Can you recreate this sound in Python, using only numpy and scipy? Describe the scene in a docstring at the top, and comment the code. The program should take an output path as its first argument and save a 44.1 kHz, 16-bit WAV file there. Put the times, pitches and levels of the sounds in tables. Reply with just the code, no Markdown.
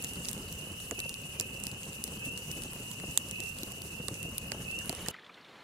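"""A wood fire at night: sap pockets pop and tick as noise bursts with a bright ring and a dull knock,
embers hiss as flickering noise, the flame roars and flutters low in the draught as soft band-passed thumps.
A pond of small frogs whistles rising peeps, swept sines smeared by the woods, a few of them nearer.
Near the end still water fades in, banded noise with fizzing bubbles and ringing drips from a paddle;
fire and frogs stop abruptly and the water is left alone."""
import sys
import numpy as np
from scipy import signal
from scipy.io import wavfile

SR = 44100
rng = np.random.default_rng(int(sys.argv[2]) if len(sys.argv) > 2 else 0)


def generate_wav(signal):
    """Clip the signal to [-1, 1] and save it as 16-bit WAV at the path in sys.argv[1]."""
    frames = np.transpose(np.atleast_2d(signal))
    scaled = np.clip(frames, -1, 1) * 32767
    pcm = np.round(scaled).astype(np.int16)
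    wavfile.write(sys.argv[1], SR, pcm)


N = 248318
FIRE_END_S = 5.115

# Flame and embers over time: t/s, roar level/dB, hiss level/dB
FIRE_LEVELS = [(0, -44, -46), (.6, -46.5, -49), (1.1, -49, -48), (1.5, -46.5, -49.5), (2.5, -47, -48),
               (4, -47.5, -48.5), (4.4, -45.5, -50), (5.1, -46, -48.5)]
# Left-right likeness of the fire noise: f/Hz, correlation (1 = same on both sides, limited to .998 in use)
FIRE_LIKENESS = [(150, .9995), (350, .99), (640, 0.93), (1400, -0.22), (3000, 0.37), (7000, 0.1),
                 (15000, -0.41)]
# Fade-in of the water: t/s, level/dB (of the lapping before its bass cut)
WATER_LEVELS = [(4.2, -75), (4.6, -74), (5.0, -50), (5.2, -57.5), (5.63, -54)]


def from_db(db):
    """Gain of a level in dB."""
    return 10 ** (np.asarray(db) / 20)


def rms_one(x):
    """Scaled to rms 1."""
    return x / np.sqrt(np.mean(x ** 2) + 1e-20)


def peak_one(x):
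    """Each channel scaled to peak 1."""
    return x / np.abs(x).max(axis=-1, keepdims=True)


def in_time(rows):
    """Columns of a curve table, sample by sample."""
    s, *columns = np.transpose(rows)
    return [np.interp(np.arange(N) / SR, s, c) for c in columns]


def at_hz(points, hz):
    """A spectrum table read on a log frequency axis."""
    table_hz, values = np.transpose(points)
    return np.interp(np.log(hz), np.log(table_hz), values)


def drift(rate):
    """Slow chance of spread 1, changing about rate times a second."""
    step = 40    # samples between the points of the slow curve
    r = np.exp(-2 * np.pi * rate * step / SR)
    white = rng.standard_normal(N // step + 2002)
    slow = signal.lfilter([1], [1, -2 * r, r * r], white)[2000:]
    return np.interp(np.arange(N) / step, np.arange(len(slow)), rms_one(slow))


def band(x, low_hz, high_hz):
    """Band-pass along time."""
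    return signal.sosfilt(signal.butter(2, [low_hz, high_hz], "band", fs=SR, output="sos"), x)


def add(out, s, sound):
    """Mixes a short sound in at time s."""
    i = round(s * SR)
    out[..., i:i + sound.shape[-1]] += sound[..., :out.shape[-1] - i]


def sides(pan_db):
    """Left and right gains for a left-right level difference."""
    return from_db(np.reshape([pan_db / 2, -pan_db / 2], (2, -1)))


def banded_noise(spectrum, likeness, shared_db, own_db, rate):
    """Third-octave bands of stereo noise, each with its level, flicker and likeness; rms 1."""
    out, together = 0, drift(rate)
    edges = 22 * 2 ** (np.arange(30) / 3)
    white = rng.standard_normal((2, 2, N + 4000))      # with a run-in for the low bands
    for k, (low, high) in enumerate(zip(edges, edges[1:])):
        hz = np.sqrt(low * high)
        if spectrum[0][0] < hz < spectrum[-1][0]:
            mid, side = band(white[k % 2], low, min(high, .45 * SR))[:, 4000:]
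            alike = np.clip(at_hz(likeness, hz), -1, .998)
            stereo = np.sqrt(1 + alike) * mid + np.sqrt(1 - alike) * side * [[1], [-1]]
            flicker_db = shared_db * together + own_db * drift(rate)
            out = out + from_db(at_hz(spectrum, hz) + flicker_db) * stereo
    return rms_one(out)


def lapping():
    """Still water lapping: noise in bands that waver gently, thinned in the bass."""
    # Colour of the lapping: f/Hz, density level/dB per Hz (before the bass cut)
    water_colour = [(24, -48), (40, 7), (91, -12.5), (163, -4.5), (491, -5), (680, -8), (1240, -7.5),
                    (1410, -9.5), (2700, -11.5), (3560, -13), (5180, -24.5), (11800, -35.5), (16000, -40)]
    likeness = [(6000, .995), (15000, .6)]    # f/Hz, left-right correlation
    noise = banded_noise(water_colour, likeness, shared_db=.5, own_db=.6, rate=12)
    bass_cut = signal.butter(3, 115, "high", fs=SR, output="sos")
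    water_db, = in_time(WATER_LEVELS)
    return from_db(water_db) * signal.sosfilt(bass_cut, noise)


def fizz(per_s):
    """Countless tiny bubbles in the wake, each ringing in a narrow band; rms 1."""
    born = (rng.random(N) < per_s / SR) * rng.exponential(1, N)
    dealt, out = rng.integers(0, 16, N), 0
    for k, hz in enumerate(np.geomspace(900, 4200, 16)):
        out = out + band(born * (dealt == k) + 1e-18, hz * .98, hz * 1.02)
    return rms_one(out)


def drips():
    """Drops off the paddle blade tick on the surface and trap bubbles that ring briefly, rising in pitch."""
    # Each drop: t/s, peak of the bubble ring/dB, starting pitch f/Hz
    drops = [(4.8115, -44, 1680), (4.846, -45, 1430), (4.991, -40, 2980), (5.0622, -34, 1770),
             (5.1154, -53, 1240), (5.1374, -46, 2910), (5.142, -34, 1930), (5.1484, -39, 1270),
             (5.1855, -40, 1800), (5.1926, -45, 3440), (5.164, -43, 2210), (5.233, -46, 1800),
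             (5.265, -48, 1220), (5.296, -42, 2280), (5.2445, -44.5, 3400), (5.2637, -44, 3450),
             (5.2937, -42.5, 1210), (5.343, -43, 3610), (5.3746, -46, 1975), (5.4116, -49, 4430),
             (5.446, -44, 3500), (5.4844, -50, 3480)]
    t60_1k_s, damping = .038, .49    # decay of a 1 kHz bubble; smaller ones die sooner by this power of pitch
    out, t = np.zeros(N), np.arange(2500) / SR
    for (s, peak_db, hz), white in zip(drops, rng.standard_normal((len(drops), 2500))):
        t60 = t60_1k_s * (1000 / hz) ** damping
        decay = from_db(-60 * t / t60)
        ring = np.sin(2 * np.pi * hz * t * (1 + 5 * t)) * decay * np.minimum(t / .0015, 1)
        splash = peak_one(band(white[::-1] * t * decay, hz * .78, hz * 1.26))   # smaller bubbles around it
        tick = peak_one(band(white * from_db(-60 * t / .01), 1200, 4900))
        add(out, s, from_db(peak_db) * (ring + from_db(-7) * splash + from_db(-14) * tick))
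    return out


def woods(x, t60, wet_db):
    """Scatter off trees and water smears far sounds, differently on each side."""
    t = np.arange(SR // 2) / SR
    tail = rng.standard_normal((2, len(t))) * from_db(-60 * t / t60)
    tail = from_db(wet_db) * tail / np.sqrt(np.sum(tail ** 2, axis=1, keepdims=True))
    return x + signal.fftconvolve(x, tail, axes=1)[:, :x.shape[1]]


def peep(length_s, start_hz, end_hz, warble_phase):
    """A whistle that rises and swells, its level warbling 45 times a second."""
    u = np.linspace(0, 1, int(length_s * SR))
    phase = 2 * np.pi * np.cumsum(start_hz + (end_hz - start_hz) * u ** .86) / SR
    swell = np.sin(np.pi * u ** .7) ** .68
    warble = 1 + .72 * np.sin(2 * np.pi * 45 * u * length_s + warble_phase)
    return np.sin(phase) * swell * warble


def chorus(count):
    """Many far frogs call without a pause, each at its own pitch and loudness, blurred by the woods; rms 1."""
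    out = np.zeros((1, N + SR))
    for k, (s, size, pitch, spread, loud, warble) in enumerate(rng.random((count, 6))):
        hz = 2380 + 280 * (pitch + spread)
        call = peep(.1 + .08 * size, hz, hz * 1.1, 6 * warble) * from_db(6 * loud)
        add(out, (k + 8 * s) / count * (N / SR + .6), call)
    blurred = woods(out * [[1], [-1]], t60=.72, wet_db=3.5)
    return rms_one(blurred[:, SR // 2:SR // 2 + N])    # starts with the chorus already full


def near_frogs():
    """Peeps of the nearer frogs, inverted on the left as if about half a cycle late there."""
    # Each peep: t/s, starting pitch f/Hz, level/dB (before warble and scatter), left-right/dB
    calls = [(.0, 2636, -51, 1), (0.549, 2713, -52, -8), (.95, 2550, -42.5, 1), (1.329, 2407, -51, -5),
             (1.481, 2550, -50, -7), (2.199, 2555, -41.5, 2), (3.313, 2516, -43.5, -1),
             (3.387, 2540, -51, -15.5), (3.903, 2558, -50.5, -9.5), (4.148, 2590, -46, 0.5),
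             (4.365, 2440, -52, 4), (4.655, 2557, -39.5, -0.5)]
    length_s, rise = .175, 1.12    # rise: end pitch over start pitch
    out = np.zeros((2, N))
    for s, start_hz, level_db, pan_db in calls:
        call = peep(length_s, start_hz, start_hz * rise, 0)
        add(out, s, from_db(level_db) * call * sides(pan_db) * [[-1], [1]])
    return woods(out, t60=.3, wet_db=2)


def frog_pond():
    """A steady far chorus, stronger on the left, with the nearer frogs standing out of it."""
    # Chorus over time: t/s, level/dB
    pond_levels = [(0.0, -46.5), (0.28, -48), (2.97, -46.5), (3.29, -46), (3.95, -49), (4.93, -47),
                   (5.1, -48.5)]
    pond_db, = in_time(pond_levels)
    return from_db(pond_db) * sides(3.5) * chorus(count=750) + near_frogs()


def flame_roar(roar_db):
    """Flame turbulence: mostly low noise whose bands flicker quickly."""
    # Colour of the roar: f/Hz, density level/dB per Hz
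    roar_colour = [(15, -24), (25, -15), (71, -1), (179, 0), (229, -4.5), (298, -13), (487, -10),
                   (672, -20.5), (1100, -18.5), (2300, -26), (2990, -56), (5060, -120)]
    return from_db(roar_db) * banded_noise(roar_colour, FIRE_LIKENESS, shared_db=2, own_db=2, rate=37)


def ember_hiss(hiss_db):
    """Embers hiss: bright flickering noise, stronger on the right."""
    # Colour of the hiss: f/Hz, density level/dB per Hz
    hiss_colour = [(500, -14.5), (1200, -12), (1700, -12.5), (2200, -15.5), (3400, -10), (4700, -11.5),
                   (6400, -4), (10000, -3), (12500, -7.5), (14500, -12.5), (16500, -15)]
    noise = banded_noise(hiss_colour, FIRE_LIKENESS, shared_db=1.64, own_db=1.6, rate=26)
    return from_db(hiss_db) * noise * sides(-3.5)


def ticking(per_s, spread_db):
    """Small random ticks of embers, dealt to short rings and to places across the fire; rms 1."""
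    sizes = from_db(spread_db * np.minimum(rng.exponential(1, N), 4)) * rng.choice([-1, 1], N)
    born, dealt, out = rng.random(N) < per_s / SR, rng.integers(0, 12, N), 0
    for k, hz in enumerate(np.geomspace(4200, 13000, 12)):
        tick = band(sizes * born * (dealt == k) + 1e-18, hz * .88, hz * 1.08)
        left = np.roll(tick, rng.integers(-6, 16)) * rng.choice([-1, 1])    # a few samples early or late
        out = out + np.array([left, tick]) * sides(rng.normal(-3, 2))
    return rms_one(out)


def puffs():
    """Flaps of the flame and the push behind big pops: soft pushes of air, one or two cycles long."""
    # Each thump: t/s, peak/dB, pitch region f/Hz
    thumps = [(0.116, -43, 175), (0.281, -47, 92), (0.372, -41, 238), (0.394, -41, 103), (0.471, -42, 120),
              (0.668, -39.5, 217), (0.71, -36, 130), (0.913, -31, 238), (0.98, -39.5, 205),
              (1.054, -36, 235), (1.095, -38, 108), (1.398, -33.5, 213), (1.608, -41, 191),
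              (2.074, -37, 142), (2.125, -39.5, 128), (2.26, -31.5, 104), (2.329, -41, 115),
              (2.491, -36.5, 171), (2.57, -38, 134), (2.65, -36.5, 182), (2.798, -37.5, 178),
              (3.034, -33, 241), (3.078, -32.5, 99), (3.392, -37, 154), (3.428, -36.5, 164),
              (3.628, -33.5, 154), (3.997, -36, 220), (4.084, -32, 470), (4.103, -31.5, 111),
              (4.176, -50, 132), (4.248, -33.5, 133), (4.28, -36, 170), (4.461, -41, 115),
              (4.519, -29.5, 450), (4.543, -34.5, 185), (4.592, -35.5, 93), (4.774, -43, 205),
              (4.894, -29, 248), (4.926, -32.5, 385), (5.082, -30, 268)]
    flutter_per_s, flutter_db = 12, -44.5    # smaller flaps at random, up to 4 dB either way
    out, t = np.zeros(N), np.arange(2500) / SR
    chance = rng.random((int(flutter_per_s * FIRE_END_S), 3))
    flutter = [(s * FIRE_END_S, flutter_db + 8 * (size - .5), 100 * 3.5 ** pitch)
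               for s, size, pitch in chance]
    flaps = list(thumps) + flutter
    for (s, peak_db, hz), white in zip(flaps, rng.standard_normal((len(flaps), 2500))):
        push = band(white * t * np.exp(-t * hz / .85), hz * .5, hz * 2.24)
        add(out, s, from_db(peak_db) * peak_one(push))
    return out


def pops():
    """A burst of steam splits the wood: a few ms of dying noise, bright ring, dull knock of the log behind it."""
    # Each pop: t/s, peak on the louder side/dB, ring f/Hz, log knock re crack/dB, treble re crack/dB,
    # left-right/dB
    wood_pops = [(0.0232, -25, 12000, -23, 3, -1), (0.0387, -19, 6800, -31, -2, -11),
                 (0.0441, -18.5, 7100, -37, 0, 5), (0.068, -34, 6880, -22, -6, -6),
                 (0.134, -24.5, 10300, -28, 2, -4), (0.156, -30, 8660, -22, -6, -5),
                 (0.2476, -23.5, 6210, -28, -4, -3), (0.2532, -24, 4860, -23, -5, 0),
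                 (0.285, -14, 5780, -20, -1.5, -4), (0.29, -24, 6690, -25, -4, 0),
                 (0.3123, -21.5, 9700, -27, 7, -8), (0.33, -21, 8150, -36, 3, -1.5),
                 (0.377, -31, 6510, -21, -4, -4.5), (0.525, -22.5, 12100, -30, -6, -7),
                 (0.801, -30, 8050, -17, -2, -1), (0.9097, -16, 7140, -6, -4, -6.5),
                 (0.9906, -19, 5900, -16, -1, -2.5), (1.0008, -20.5, 4230, -23, 2.5, 0),
                 (1.0925, -21, 9100, -27, -8, 1), (1.1406, -22.5, 9500, -24, -20, -3),
                 (1.3975, -13, 6800, -41, -4, -2), (1.4087, -16, 5320, -37, 1, -2),
                 (1.5993, -27, 10000, -15, 2, 2), (1.6362, -17.5, 7150, -37, 3, -5),
                 (1.6531, -29, 8800, -33, -14, 5), (1.667, -15, 5300, -39, 5, -8.5),
                 (1.7139, -25.5, 7480, -32, -3, 9), (1.8313, -28.5, 6800, -26, -12, 1),
                 (1.9299, -31, 7400, -23, -6, -1), (2.0387, -13.5, 9700, -45, 2, 1),
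                 (2.0767, -27, 8500, -15, 0, -1.5), (2.3744, -23.5, 9000, -24, -10, -2.5),
                 (2.5132, -21.5, 5740, -28, -0.5, -3.5), (2.6196, -24.5, 8800, -25, -19, 4),
                 (2.6346, -22.5, 8800, -29, -26, -5.5), (2.7317, -28, 10500, -7.5, 5, 2),
                 (2.9134, -24.5, 7900, -27, -4, -3.5), (2.9987, -29.5, 7300, -7, -9, -2.0),
                 (3.1098, -27.5, 7250, -29, -8, -4.5), (3.174, -2, 7100, -23, -2, -7),
                 (3.2855, -30, 9650, -27, -14, -1), (3.3103, -19, 6260, -29, 1.5, -2.5),
                 (3.402, -19.5, 8200, -36, -6, -2), (3.436, -28, 9300, -30, -9, -2.5),
                 (3.5852, -27, 8300, -31, -4, -1), (3.632, -19.5, 4230, -24, 0.5, -4),
                 (3.7186, -26, 7600, -31, -2, -4.5), (3.818, -25.5, 8400, -33, -1, -2),
                 (4.0821, -13, 8100, -22, -3.5, -10.5), (4.141, -25.5, 6140, -28, -1.5, -6),
                 (4.2282, -23, 7500, -31, 1.5, -7.5), (4.3806, -12, 9700, -38, 5, -2.5),
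                 (4.5174, -14.5, 4700, -6.5, -7.5, -6.5), (4.7121, -26.5, 8300, -33, -18, -6),
                 (4.7877, -24.5, 6300, -23, 0.5, 2), (4.857, -26.5, 10700, -17, 4, 1),
                 (4.8933, -13, 4630, -12, -1, -5.5), (4.9262, -27, 9800, -22, -5, -3.0),
                 (4.9486, -24, 8300, -31, -15, -13), (5.06, -27, 6760, -14, -3, -4.5),
                 (5.0838, -11.5, 4700, -13, -2, -8.5)]
    rise_s, t60_s, split_db = .0012, .006, 11    # tearing before the split, decay, split re noise
    tail_db, tail_t60_s = -24, .05               # scatter off the stones around the fire
    out, t = np.zeros((2, N)), np.arange(1400) / SR
    tearing = np.minimum(t / rise_s, 1) ** 4
    decay = from_db(-60 * np.maximum(t - rise_s, 0) / t60_s)
    envelope = tearing * (decay + from_db(tail_db - 60 * t / tail_t60_s))
    draws = rng.standard_normal((len(wood_pops), 3, 1400))
    for (s, peak_db, hz, knock_db, top_db, pan_db), white in zip(wood_pops, draws):
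        # partly shared: each side hears other scatter off logs and stones
        burst = (.47 * white[0] + 1.35 * white[1:]) * envelope
        burst[:, int(rise_s * SR)] += from_db(split_db) * np.sign(white[0, 0])      # the split is one sharp spike
        body = band(band(burst, min(hz * .4, 3600), 13300), min(hz * .13, 3600), 10100)
        ring = band(burst, hz * .87, hz * 1.09)
        crack = body + from_db(6.5) * ring
        top = band(band(burst, 7440, 11170), 11000, .45 * SR)
        knock = band(band(burst, 790, 2300), 500, 2800)
        sound = peak_one(crack) + from_db(top_db) * peak_one(top) + from_db(knock_db) * peak_one(knock)
        sound = peak_one(sound)
        late = int(np.clip(-2.5 * (pan_db + 2), 0, 25))    # samples: far-right pops reach the left later
        sound[0] = np.roll(sound[0], late)
        add(out, s, from_db(peak_db) * sides(pan_db) / sides(pan_db).max() * sound)
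    return out


def scene():
    """The fire and the pond until their abrupt end, the water fading in under them and going on alone."""
    water_db, = in_time(WATER_LEVELS)
    bubbles = from_db(water_db - 8.5) * fizz(per_s=1800)
    water = lapping() + bubbles + drips()
    roar_db, hiss_db = in_time(FIRE_LEVELS)
    ticks = from_db(hiss_db - 10.5) * ticking(per_s=370, spread_db=4.5)
    fire = flame_roar(roar_db) + ember_hiss(hiss_db) + ticks + puffs() + pops()
    cut = np.clip((FIRE_END_S - np.arange(N) / SR) / .0024, 0, 1)    # a fade of 2.4 ms
    return (fire + frog_pond()) * cut + water


def record(dry):
    """A steep low-pass takes off the top, 70 dB down from 17050 Hz."""
    return signal.sosfilt(signal.cheby2(12, 70, 17050, fs=SR, output="sos"), dry)


dry = scene()
out = record(dry)
generate_wav(out)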